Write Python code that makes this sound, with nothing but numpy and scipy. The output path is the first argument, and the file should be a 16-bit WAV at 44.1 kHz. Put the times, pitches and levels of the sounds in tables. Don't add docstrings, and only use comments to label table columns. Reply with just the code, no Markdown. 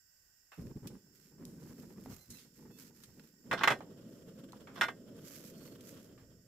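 import sys
import numpy as np
from scipy import signal
from scipy.fft import rfft, irfft, next_fast_len
from scipy.io import wavfile
from scipy.ndimage import uniform_filter1d

SR = 44100
rng = np.random.default_rng(int(sys.argv[2]) if len(sys.argv) > 2 else 0)


def generate_wav(signal):
    frames = np.transpose(np.atleast_2d(signal))
    scaled = np.clip(frames, -1, 1) * 32767
    pcm = np.round(scaled).astype(np.int16)
    wavfile.write(sys.argv[1], SR, pcm)


N = 285327
T = np.arange(N) / SR
RING = SR // 3
POT_ON_S = 3.62
TOP_HZ = 15550

# [t/s, level/dB]
OPEN_FLAME_LEVEL = [(1.0, -63), (1.03, -65.5), (1.32, -64), (1.42, -51), (2.03, -51.5), (2.12, -51.5),
                    (2.26, -81), (2.29, -58), (2.51, -65), (2.63, -55), (3.11, -63), (3.2, -54),
                    (3.27, -65), (3.41, -66.5), (3.49, -47)]
# [f/Hz, relative level/dB]
OPEN_ROAR = [(25, -23.5), (55, -9), (90, -12.5), (140, 0), (230, 2), (340, -5), (500, -12), (620, -22),
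             (740, -35.5), (1000, -31), (1600, -43), (4000, -47.5)]
# [f/Hz, relative level/dB]
COVERED_ROAR = [(25, -22), (70, -14), (110, -5.5), (165, 0), (250, 0), (350, -6), (520, -7), (670, -15),
                (770, -34), (1350, -25.5), (2300, -37.5), (3150, -28.5), (3900, -37.5), (9000, -42.5)]
# [t/s, length/s, level/dB, deep boom against the roar/dB]
IGNITION_PUFFS = [(0.575, 0.143, -46.5, -5.5), (0.749, 0.025, -46.5, -1), (0.821, 0.039, -49.5, -2.5),
                  (0.854, 0.11, -51, -23)]
PUFF_ATTACK_S, PUFF_RELEASE_S = 0.01, 0.011
COVERED_DB, CALM_S, CALM_DB_PER_S = -53, 5.91, 22
# [peak t/s, level/dB, time from peak to 1/e of it/s]
GAS_FLARES = [(2.107, -55.5, 0.086), (2.309, -57.5, 0.026), (3.1, -67, 0.061), (6.24, -62, 0.19)]
# [f/Hz, width before broadening/Hz, relative level/dB]
JET_RESONANCES = [(1530, 120, -2), (1890, 76, -2), (2750, 240, -12), (4775, 140, -3), (5316, 150, 0.5),
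                  (5620, 350, -6.5), (6670, 400, -8.5), (7350, 270, 1), (8350, 230, -11),
                  (13200, 2500, -6.5), (15000, 700, -16.5)]
# [t/s, level/dB, contact cut-off f/Hz, bass thump/dB, sideways share 0-1, chatter gap/s]
POT_BLOWS = [(3.5125, -26.5, 1820, -12, 0.46, 0.0048), (3.529, -27.5, 2040, -7, 0.37, 0.0048),
             (3.6115, -32, 1000, -11, 0.02, .008), (3.6349, -22, 3305, -19, 0.4, .0047),
             (3.675, -19.5, 3140, -14, 0.23, 0.0036), (3.7035, -25.5, 2200, -4.5, 0, .0062),
             (3.718, -32, 2540, -10, 0.06, .004), (4.775, -47.5, 1300, 0, 0.54, .005),
             (4.811, -21.5, 4000, -25, 0.9, 0.005), (4.8326, -30, 4030, -14.5, 0.67, 0.007),
             (4.883, -34.5, 1500, -10, 0.1, .003)]
CHATTER_LOSS_DB = 2.5
# [f/Hz, level struck from below/dB, level pushed sideways/dB, t60/s]
POT_MODES = [(380.5, -11.5, -30.5, 0.44), (666, -16, -14.5, 0.16), (795, 0.5, -5.5, 0.065),
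             (823, -4.5, -15, 0.085), (1110, 0, -10, 0.11), (1203, 1.5, -1.5, 0.053), (1439, -1.5, 4, 0.11),
             (1464, -2.5, -9, 0.12), (1560, -3.5, -15, 0.1), (1590, 0, -2, 0.14), (1645, -1, -8.5, 0.068),
             (1840, 2.5, -10.5, 0.14), (1800, -9, -11.5, 0.065), (1873, -10.5, 4.5, 0.08),
             (2003, 8.5, -8.5, 0.072), (2070, 0.5, -0.5, 0.13), (2310, -15, -5.5, 0.13),
             (2440, -5.5, -10.5, 0.097), (2686, -8, -5, 0.14), (2807, -18.5, -5.5, .14),
             (3040, -6.5, -9.5, 0.099), (3370, 0, -16, 0.14), (3534, -11, 2.5, 0.15),
             (3690, -12, -14, 0.078), (4150, -5, -12.5, .13), (5300, -9, -11, 0.2), (7720, -21.5, -19, 0.1)]
# [f/Hz, relative level/dB]
CASING_CLATTER = [(150, -35), (400, -7.5), (700, -4.5), (1000, 0), (1450, 4.5), (2050, -3), (2600, -4),
                  (3400, -8.5), (4600, -15.5), (7500, -14.5), (9300, -24), (12000, -13), (15500, -22.5)]
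# [f/Hz, relative level/dB]
BODY_THUMP = [(25, -38), (65, -23.5), (130, 0), (250, 0.5), (480, 0.5), (700, 4), (1500, -17.5)]
# [t/s, length/s, peak level/dB]
POT_SLIDES = [(3.57, 0.075, -42.5), (4.755, 0.061, -50)]
# [t/s, level/dB, centre f/Hz, width/Hz, t60/s]
SMALL_TICKS = [(0.5185, -55.5, 1190, 810, 0.24), (0.6693, -57, 1400, 1800, 0.012),
               (0.713, -52, 804, 395, 0.011), (0.8719, -45.5, 4940, 7050, 0.052),
               (1.4524, -41.5, 7400, 8000, 0.0097), (2.06, -45, 450, 260, 0.021),
               (2.123, -45, 470, 330, 0.014), (2.303, -48.5, 6900, 4500, 0.11),
               (2.3833, -58.5, 4000, 4460, 0.32), (3.036, -50.5, 3260, 9200, 0.058),
               (3.1958, -54, 1990, 1960, 0.024), (3.8062, -44, 900, 390, 0.072),
               (4.5218, -51, 4630, 6930, 0.013), (4.532, -52, 930, 347, 0.066),
               (4.672, -53.5, 1090, 650, 0.24), (5.678, -55.5, 1165, 1096, 0.023),
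               (5.8076, -51.5, 4980, 12300, 0.032), (6.1768, -64.5, 1012, 1180, 0.26)]
# [t/s, length/s, peak level/dB]
SLEEVE_STROKES = [(0.51, 0.23, -68.5), (1.12, 0.23, -69), (1.58, 0.47, -66.5), (1.95, 0.45, -64),
                  (2.09, 0.13, -60.5), (2.29, 0.22, -59.5), (2.53, 0.18, -68.5), (2.77, 0.15, -59),
                  (2.92, 0.46, -67.5), (4.0, 0.51, -73), (4.74, 0.2, -59), (5.16, 0.12, -66),
                  (5.23, 0.37, -56.5), (5.55, 0.27, -62.5), (5.81, 0.32, -61.5)]
STROKE_PEAK = 0.14
# [f/Hz, relative level/dB]
CLOTH_RUB = [(500, -19), (1400, 3), (2400, 1.5), (3800, -1.5), (5200, 3.5), (7600, 3.5), (9300, -3.5),
             (12500, 7), (15500, -1)]
# [t/s, length/s, f/Hz, level/dB]
WEAVE_TONES = [(2.096, 0.064, 2100, -66), (2.173, 0.1, 2060, -66.5), (2.301, 0.076, 2050, -63),
               (2.343, 0.064, 1323, -62), (2.705, 0.093, 880, -66.5), (5.275, 0.021, 4700, -61),
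               (5.513, 0.27, 4430, -68)]
# [f/Hz, relative level/dB]
OUTDOOR_AIR = [(20, -5), (50, -1), (100, -1), (180, -8), (400, -15), (800, -19), (3000, -23), (15000, -25)]
# [f/Hz, level/dB]
STEREO_SPREAD = [(30, -11), (120, -15.5), (300, -15.5), (700, -7), (1500, -2.5), (2500, -3), (4500, 1),
                 (9000, 0)]
# [f/Hz, gain/dB]
RIGHT_MICROPHONE = [(2300, 0.5), (3400, 1), (4800, 2), (6500, 1.5), (12000, -3)]


def flame(flutter_db=1.85, covered_flutter_db=0.86, tear_db=6.5, tear_level_db=-19.0, puff_tear_db=-5,
          covered_tear_db=-8, open_db=-0.8, covered_db=-1.0, sway_db=0.74, lick_db=4):
    covered = np.clip((T - POT_ON_S) / 0.37 + 0.5, 0, 1)
    calming = CALM_DB_PER_S * np.maximum(T - CALM_S, 0)
    under_pot = COVERED_DB - calming + sway_db * walk(13)
    lit = np.clip((T - IGNITION_PUFFS[0][0]) / PUFF_ATTACK_S, 0, 1)
    burning = lit * undb((1 - covered) * curve(OPEN_FLAME_LEVEL) + covered * under_pot)
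    puff_power = sum((undb(db) * puff(s, length)) ** 2 for s, length, db, _ in IGNITION_PUFFS)
    strength = np.sqrt(burning ** 2 + puff_power)

    flutter = walk(60)
    free = unit(colour(noise(N), shape(OPEN_ROAR))) * undb(open_db + flutter_db * flutter)
    hollow = unit(colour(noise(N), shape(COVERED_ROAR)))
    hollow = hollow * undb(covered_db + covered_flutter_db * flutter)
    licks = colour(hollow, lambda f: 1 / (1 + (900 / (f + 1)) ** 8))
    hollow = hollow + licks * (unit(undb(lick_db * flutter)) - 1)
    rush = np.sqrt(1 - covered) * free + np.sqrt(covered) * hollow

    tearing = undb(tear_db * np.clip((flutter + walk(220)) / np.sqrt(2), -2, 2))
    flamelets = resonances([(830, 450, 1), (1550, 1100, -3)])
    sputter = unit(colour(noise(N), lambda f: flamelets(f) ** 2) * tearing)
    sputter = sputter * undb(np.interp(T, [0.75, 0.9], [puff_tear_db, 0]))
    sputter = sputter * undb(tear_level_db + covered_tear_db * covered)
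    return pan(strength * (rush + sputter), right_db=0.5)


def flares():
    swell = sum(undb(db) * np.exp(-((T - s) / length) ** 2) for s, db, length in GAS_FLARES)
    booms = sum(undb(db + boom_db) * puff(s, length) for s, length, db, boom_db in IGNITION_PUFFS)
    deep = shape([(20, -11), (50, -1.5), (130, 4.5), (260, -17), (1000, -64)])
    return (swell + booms) * unit(colour(noise(N), deep))


def puff(s, length):
    catch = np.clip((T - s) / PUFF_ATTACK_S, 0, 1)
    return catch * np.exp(-np.maximum(T - s - length, 0) / PUFF_RELEASE_S)


def jet(level_db=-70.5, shade_db=-4, cover_db=-1):
    covered = np.clip((T - POT_ON_S) / 0.2, 0, 1)

    def tube(f):
        return sum(undb(db) * resonances([(hz, 1.5 * width, 0)])(f) ** 2 for hz, width, db in JET_RESONANCES)

    hiss = unit(colour(noise(N), tube))
    top = colour(hiss, lambda f: 1 / (1 + (13500 / (f + 1)) ** 12))
    hiss = hiss + top * (undb(shade_db) - 1) * covered
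    return pan(hiss * undb(level_db + cover_db * covered + 0.5 * walk(9)), right_db=7.0)


def pot(ring_db=-3.0, casing_db=0.35, crack_db=-3.5, casing_t60=0.082, crack_t60=0.0094, thump_t60=0.15,
        bass_cut_hz=90, side_casing_db=-3.5, count=3):
    out = np.zeros((2, N))
    panels = crowd(spacing_hz=40, depth_db=4.5)
    clatter_fade = undb(casing_db) * fade(casing_t60) + undb(crack_db) * fade(crack_t60)
    for s, db, contact_hz, thump_db, sideways, gap in POT_BLOWS:
        contact = signal.butter(1, contact_hz, fs=SR)
        for k in range(count):
            metal = unit(colour(noise(RING, side_db=-2.5), lambda f: shape(CASING_CLATTER)(f) * panels(f)))
            thump = unit(colour(noise(RING), shape(BODY_THUMP))) * fade(thump_t60)
            blow = undb(side_casing_db * sideways) * metal * clatter_fade
            blow = blow + undb(ring_db) * pot_ring(sideways) + undb(thump_db) * thump
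            loudness = undb(db - CHATTER_LOSS_DB * k ** 2)
            add(out, s + k * gap, loudness * signal.lfilter(*contact, blow))
    bass_cut = signal.butter(2, bass_cut_hz, "high", fs=SR, output="sos")
    return pan(signal.sosfilt(bass_cut, out), right_db=2.0)


def pot_ring(sideways, scatter_db=2, apart=0.28, grip_hz=9000):
    hz, below_db, side_db, t60 = np.transpose(POT_MODES)
    chance = rng.standard_normal((len(hz), 4)).T
    size = undb(below_db + (side_db - below_db) * sideways + scatter_db * chance[0])
    offset = apart * np.array([[1], [-1]]) * shape(STEREO_SPREAD)(hz) * chance[2]
    phase = np.pi * (chance[1] > 0) + offset
    struck_hz = hz * (1 + 0.001 * chance[3])
    turn = 2 * np.pi * struck_hz[:, None] * np.arange(RING) / SR
    decay = fade((t60 / (1 + (hz / grip_hz) ** 2))[:, None])
    ring = (size * np.cos(phase)) @ (np.sin(turn) * decay)
    ring = ring + (size * np.sin(phase)) @ (np.cos(turn) * decay)
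    return ring / np.sqrt(np.sum(size ** 2) / 2)


def slide(grit_db=2.4):
    grit = noise(N, side_db=-2.5) * undb(grit_db * walk(700))
    grate = resonances([(1100, 620, 4.0), (1545, 300, 0.0), (2030, 270, -5.0), (3310, 1060, -0.5),
                        (5300, 490, -3)])
    rasp = unit(colour(grit, lambda f: grate(f) ** 2))
    return pan(rasp * rubbing(POT_SLIDES), right_db=3.5)


def ticks(tail_db=-23, tail_t60=0.79, ripple_db=4):
    out = np.zeros((2, N))
    for s, db, hz, width, t60 in SMALL_TICKS:
        body = resonances([(hz, 1.7 * width, 0)])
        ripple = crowd(200.5, ripple_db)
        burst = unit(colour(noise(RING), lambda f: body(f) ** 2 * ripple(f)))
        add(out, s, undb(db) * burst * (fade(t60) + undb(tail_db) * fade(tail_t60)))
    return pan(out, right_db=2.0)


def sleeves_and_lighter_gas(grain_db=3, catch_db=2.5):
    rub = unit(colour(noise(N) * undb(grain_db * walk(400)), shape(CLOTH_RUB)))
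    return pan(rub * undb(catch_db * walk(22)) * rubbing(SLEEVE_STROKES), right_db=6.5)


def weave(jitter=0.02, arch=0.025, rolloff_db=-0.1, snag_db=3):
    out = np.zeros((2, N))
    cloth = shape([(900, -32), (2800, 5), (6000, 1), (9500, -4), (12500, 6.5)])
    for s, length, hz, db in WEAVE_TONES:
        stroke = np.sin(np.linspace(0, np.pi, int(length * SR)))
        size = len(stroke)
        rate = hz * (1 + arch * (stroke - 1) + jitter * walk(1500)[:size])
        phase = 2 * np.pi * np.cumsum(rate) / SR
        tone = np.zeros((2, size))
        for k in range(1, int(TOP_HZ / hz) + 1):
            start = rng.uniform(0, 2 * np.pi, (2, 1))
            tone += undb(rolloff_db * k) * np.sin(k * phase + start)
        tone = colour(tone, cloth) * undb(snag_db * walk(180)[:size])
        add(out, s, undb(db) * stroke * unit(tone))
    return pan(out, right_db=13.5)


def rubbing(rows):
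    power = np.zeros(N)
    for s, length, db in rows:
        progress = np.interp(T, [s, s + STROKE_PEAK * length, s + length], [0, 0.5, 1])
        power += (undb(db) * np.sin(np.pi * progress)) ** 2
    return np.sqrt(power)


def air(level_db=-78.5, swell_db=1.2):
    return unit(colour(noise(N), shape(OUTDOOR_AIR))) * undb(level_db + swell_db * walk(12))


def undb(db):
    return 10 ** (np.asarray(db) / 20)


def unit(x):
    return x / np.sqrt(np.mean(x ** 2))


def curve(rows):
    return np.interp(T, *np.transpose(rows))


def shape(points):
    hz, db = np.transpose(points)
    return lambda f: undb(np.interp(np.log(f + 1), np.log(hz), db))


def resonances(rows):
    def gain(f):
        return np.sqrt(sum(undb(db) ** 2 / (1 + ((f * f - hz * hz) / (width * (f + 1))) ** 2)
                           for hz, width, db in rows))
    return gain


def crowd(spacing_hz, depth_db, size=9):
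    grid = np.arange(0, SR / 2, spacing_hz)
    power = undb(depth_db * np.clip(rng.standard_normal(len(grid)), -2, 2)) ** 2
    even = power / uniform_filter1d(power, size)
    return lambda f: np.sqrt(np.interp(f, grid, even))


def colour(x, gain):
    size = x.shape[-1]
    padded = next_fast_len(size)
    hz = np.arange(padded // 2 + 1) * SR / padded
    return irfft(rfft(x, padded) * gain(hz), padded)[..., :size]


def noise(size, side_db=0):
    mid, side = rng.standard_normal((2, size))
    return mid + undb(side_db) * colour(side, shape(STEREO_SPREAD)) * np.array([[1], [-1]])


def pan(x, right_db):
    return x * undb(np.array([[-right_db], [right_db]]) / 2)


def walk(rate):
    k = max(int(SR / rate), 2)
    steps = np.repeat(rng.standard_normal(N // k + 1), k)
    return unit(uniform_filter1d(steps, k)[:N])


def fade(t60):
    return np.exp(-np.log(1000) * np.arange(RING) / SR / t60)


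def add(out, s, x):
    i = int(s * SR)
    out[:, i:i + x.shape[1]] += x[:, :N - i]


def scene():
    stove = flame() + flares() + jet()
    cook = sleeves_and_lighter_gas() + weave()
    return stove + cook + pot() + slide() + ticks() + air()


def record(dry):
    ports = shape(RIGHT_MICROPHONE)
    heard = colour(dry, lambda f: ports(f) ** np.array([[-0.5], [0.5]]))
    treble_cut = signal.ellip(10, 0.2, 70, TOP_HZ, fs=SR, output="sos")
    return signal.sosfilt(treble_cut, heard)


dry = scene()
out = record(dry)
generate_wav(out)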